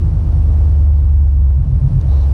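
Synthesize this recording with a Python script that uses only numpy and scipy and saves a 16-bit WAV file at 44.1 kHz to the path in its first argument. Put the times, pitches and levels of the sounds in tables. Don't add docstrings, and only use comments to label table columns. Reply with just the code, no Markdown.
import sys
import numpy as np
from scipy import signal
from scipy.io import wavfile
from scipy.ndimage import uniform_filter1d

SR = 44100
rng = np.random.default_rng(int(sys.argv[2]) if len(sys.argv) > 2 else 0)


def waveform_to_disk(signal):
    frames = np.transpose(np.atleast_2d(signal))
    scaled = np.clip(frames, -1, 1) * 32767
    samples = np.round(scaled).astype(np.int16)
    wavfile.write(sys.argv[1], SR, samples)


def to_linear_factor(level_db):
    exponent = np.asarray(level_db, float) / 20
    return 10 ** exponent


N = 103105
TIME = np.arange(N) / SR


def evened(x):
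    return x / np.sqrt(np.mean(x ** 2) + 1e-20)


def curve(table, axis):
    rows = np.array(table)
    return np.interp(TIME, rows[:, 0], rows[:, axis])


def drift(count, rate_hz):
    t = np.arange(0, N, 100) / SR
    f = np.geomspace(.3, 1, 8) * rate_hz
    slow = np.sin(2 * np.pi * (f[:, None] * t + rng.random((count, 8, 1)))).sum(1) / 2
    return np.array([np.interp(np.arange(N), t * SR, v) for v in slow])


def ring(x, hz, width):
    turn = np.exp(2j * np.pi * hz * np.arange(len(x)) / SR)
    r = np.exp(-np.pi * width / SR)
    smooth = signal.lfilter([(1 - r) ** 2], [1, -2 * r, r * r], x / turn)
    return 2 * (turn * smooth).real


def wash(spectrum):
    patch_db, flicker_db = .5, .5
    frames, hz = N // 256 + 5, np.fft.rfftfreq(1024, 1 / SR)
    a, b, patches = rng.standard_normal((frames, 513, 3)).T
    patches = uniform_filter1d(patches, size=12, axis=0)
    patches = evened(uniform_filter1d(patches, size=12, axis=1))
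    flicker = evened(uniform_filter1d(rng.standard_normal(frames), size=4))
    f, db = np.transpose(spectrum)
    colour_db = np.interp(np.log(hz + 1), np.log(f + 1), db)[:, None]
    level_db = colour_db + patch_db * patches + flicker_db * flicker
    noise = signal.istft((a + 1j * b) * to_linear_factor(level_db), nperseg=1024, noverlap=768)[1]
    return evened(noise[:N])


ORDERS = np.array([3, 4, 5, 6, 7, 8, 9, 10, 11, 12, 13, 14, 15, 16, 17, 18, 19, 24, 25, 30, 35])
COAST_SIGN = np.array([1, -1, 1, -1, 1, 1, 1, 1, -1, 1, 1, 1, 1, 1, 1, 1, 1, 1, 1, -1, 1])
GAS_SIGN = np.array([1, -1, 1, 1, 1, -1, 1, -1, -1, 1, 1, 1, 1, 1, 1, 1, 1, 1, 1, -1, 1])
COAST_DB = [-45, -40, -21.5, -22.5, -30, -10, -40, -20.5, -29, -39, -39, -38, -33, -34, -45, -46, -46, -49,
            -46, -51, -48]
GAS_DB = [-50, -44, -44, -28, -29, -10.5, -32, -32, -25, -38, -33, -35, -20.5, -20.5, -37, -39, -37, -54,
          -54, -50, -54]


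def firing_orders(cycles, gas, boom_db):
    order = np.array(ORDERS)
    wobble_db, wobble_rad, gas_rough = 1.1, .15, .2
    coast = (COAST_SIGN * to_linear_factor(COAST_DB))[:, None]
    coast = coast * to_linear_factor(wobble_db * drift(count=len(order), rate_hz=4.02))
    coast[order == 8] *= to_linear_factor(boom_db)
    coast[order == 5] *= to_linear_factor(-3 * (TIME - 2))
    coast[order > 16] *= to_linear_factor(-4 * (TIME - 1))
    roughness = 1 + gas_rough * drift(count=len(order), rate_hz=6.7)
    push = (GAS_SIGN * to_linear_factor(GAS_DB))[:, None] * gas * roughness

    low, high = 14, 17
    pipe_lag, tail_delay, tail_lag, gas_delay = .04, -.18, .61, -.2
    tail = (order >= low) & (order <= high)
    late = (tail * (order * tail_delay + tail_lag))[:, None]
    gas_late = (tail * (order - (low + high) / 2))[:, None] * gas_delay * np.minimum(gas, 1)
    phase = 2 * np.pi * (order[:, None] * cycles + pipe_lag + late + gas_late)
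    phase += wobble_rad * drift(count=len(order), rate_hz=4.006)
    return np.sqrt(2) * ((coast + push) * np.cos(phase)).sum(0)


# f/Hz, width/Hz, coasting level/dB, throttle level/dB
CAB = [(29, 18, -36, -44), (57, 16, -30, -26), (68, 16, -32, -25), (95, 22, -32, -26), (140, 40, -32, -29)]


def uneven_burns(cycles, gas):
    fired = np.diff(np.floor(8 * cycles), prepend=0) > 0
    burns = fired * rng.standard_normal(N)
    out = np.zeros(N)
    for hz, width, coast_db, gas_db in CAB:
        out += evened(ring(burns, hz, width)) * (to_linear_factor(coast_db) + gas * to_linear_factor(gas_db))
    return out


# t/s, four-stroke cycle rate f/Hz
SPEED = [
    (0, 9.78),
    (.3, 9.41),
    (.6, 9.21),
    (.9, 9.04),
    (1.2, 8.88),
    (1.5, 8.46),
    (1.7, 8.42),
    (1.9, 8.55),
    (2.1, 8.69),
    (2.34, 8.55),
]
# t/s, throttle 0-1, firing-order boom level/dB
PEDAL = [(0, .3, -2), (.12, .15, -3), (.3, .08, -4), (.65, .02, .3), (1.05, 0, 1), (1.45, .02, -.5),
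         (1.56, .25, -1), (1.68, .7, -1), (1.82, 1.1, -1.5), (1.95, 1, -4), (2.05, .5, -1),
         (2.13, .08, -.5), (2.34, .06, -.5)]


def engine():
    cycles = np.cumsum(curve(SPEED, axis=1)) / SR - .27
    gas = np.clip(curve(PEDAL, axis=1), 0, 2)
    return firing_orders(cycles, gas, curve(PEDAL, axis=2)) + uneven_burns(cycles, gas)


# f/Hz, level/dB per Hz
ROAD = [(100, -50.5), (260, -9.5), (450, -1), (700, -4.5), (900, -7), (1530, -18.5), (3000, -30.5),
        (7000, -90.5)]
# f/Hz, level/dB per Hz
AIR = [(1470, -32), (2500, 0), (4040, -2), (5830, -3), (6900, -11), (9080, -5.5), (10800, -11),
       (12800, -21), (15600, -24)]
# f/Hz, level/dB per Hz
FLOOR = [(90, -60), (170, -2.5), (200, -1.5), (230, -.5), (260, -3.5), (320, -2), (400, -14), (1500, -89.5)]
# t/s, road level/dB, air level/dB, floor pan level/dB
OUTSIDE = [
    (0, -42, -62.5, -36.5),
    (.15, -42.5, -64.5, -40.5),
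    (.62, -39.5, -62, -38),
    (.92, -43, -66.5, -41.5),
    (1.4, -46.5, -69, -46.5),
    (1.65, -44.5, -68, -42),
    (1.95, -43, -64, -41),
    (2.15, -39, -62.5, -38),
    (2.34, -40, -61, -43.5),
]


def outside():
    tyres = wash(ROAD) * to_linear_factor(curve(OUTSIDE, axis=1))
    hiss = wash(AIR) * to_linear_factor(5 + curve(OUTSIDE, axis=2))
    floor = wash(FLOOR) * to_linear_factor(curve(OUTSIDE, axis=3))
    return tyres + hiss + floor


# t/s, peak level/dB
TICKS = [
    (1.03, -62),
    (1.6794, -54),
    (2.0121, -35.5),
]
# f/Hz, level/dB, t60/s
TICK_MODES = [(3700, -2, .012), (4200, -3, .008), (4700, -3, .008), (5600, -3, .007), (6500, -2, .008),
              (10600, -10, .01), (2700, -6, .008)]


def stalk_ticks():
    out, t = np.zeros(N), np.arange(2000) / SR
    attack = np.minimum(t / .001, 1)
    for start, peak_db in TICKS:
        tick = np.zeros(len(t))
        for hz, db, t60 in TICK_MODES:
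            tick += to_linear_factor(db - 60 * t / t60) * np.sin(2 * np.pi * (hz * t + rng.random()))
        out[round(start * SR):][:2000] += to_linear_factor(peak_db - 2.5) * attack * tick
    return out


# f/Hz, width/Hz, level/dB
SKIN = [(3950, 900, 0), (5500, 900, -9), (3000, 900, -12)]
SLIDE = (2.07, 2.12, 2.225, 2.28)


def palm_slide():
    rub = rng.standard_normal(N) * to_linear_factor(1.3 * drift(count=1, rate_hz=40)[0])
    skin = evened(sum(to_linear_factor(db) * evened(ring(rub, hz, width)) for hz, width, db in SKIN))
    return skin * to_linear_factor(-54) * np.interp(TIME, SLIDE, [0, 1, 1, 0])


def scene():
    return (engine() + outside() + stalk_ticks() + palm_slide())[None]


def band_limit(x):
    return signal.sosfilt(signal.butter(12, 15690, fs=SR, output="sos"), x)


def record(dry):
    knee = .6
    power = 2 * uniform_filter1d(uniform_filter1d(dry ** 2, size=310), size=400)
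    held = dry / (1 + (power / knee ** 2) ** 3) ** (1 / 6)
    return band_limit(held)


dry = scene()
out = record(dry)
waveform_to_disk(out)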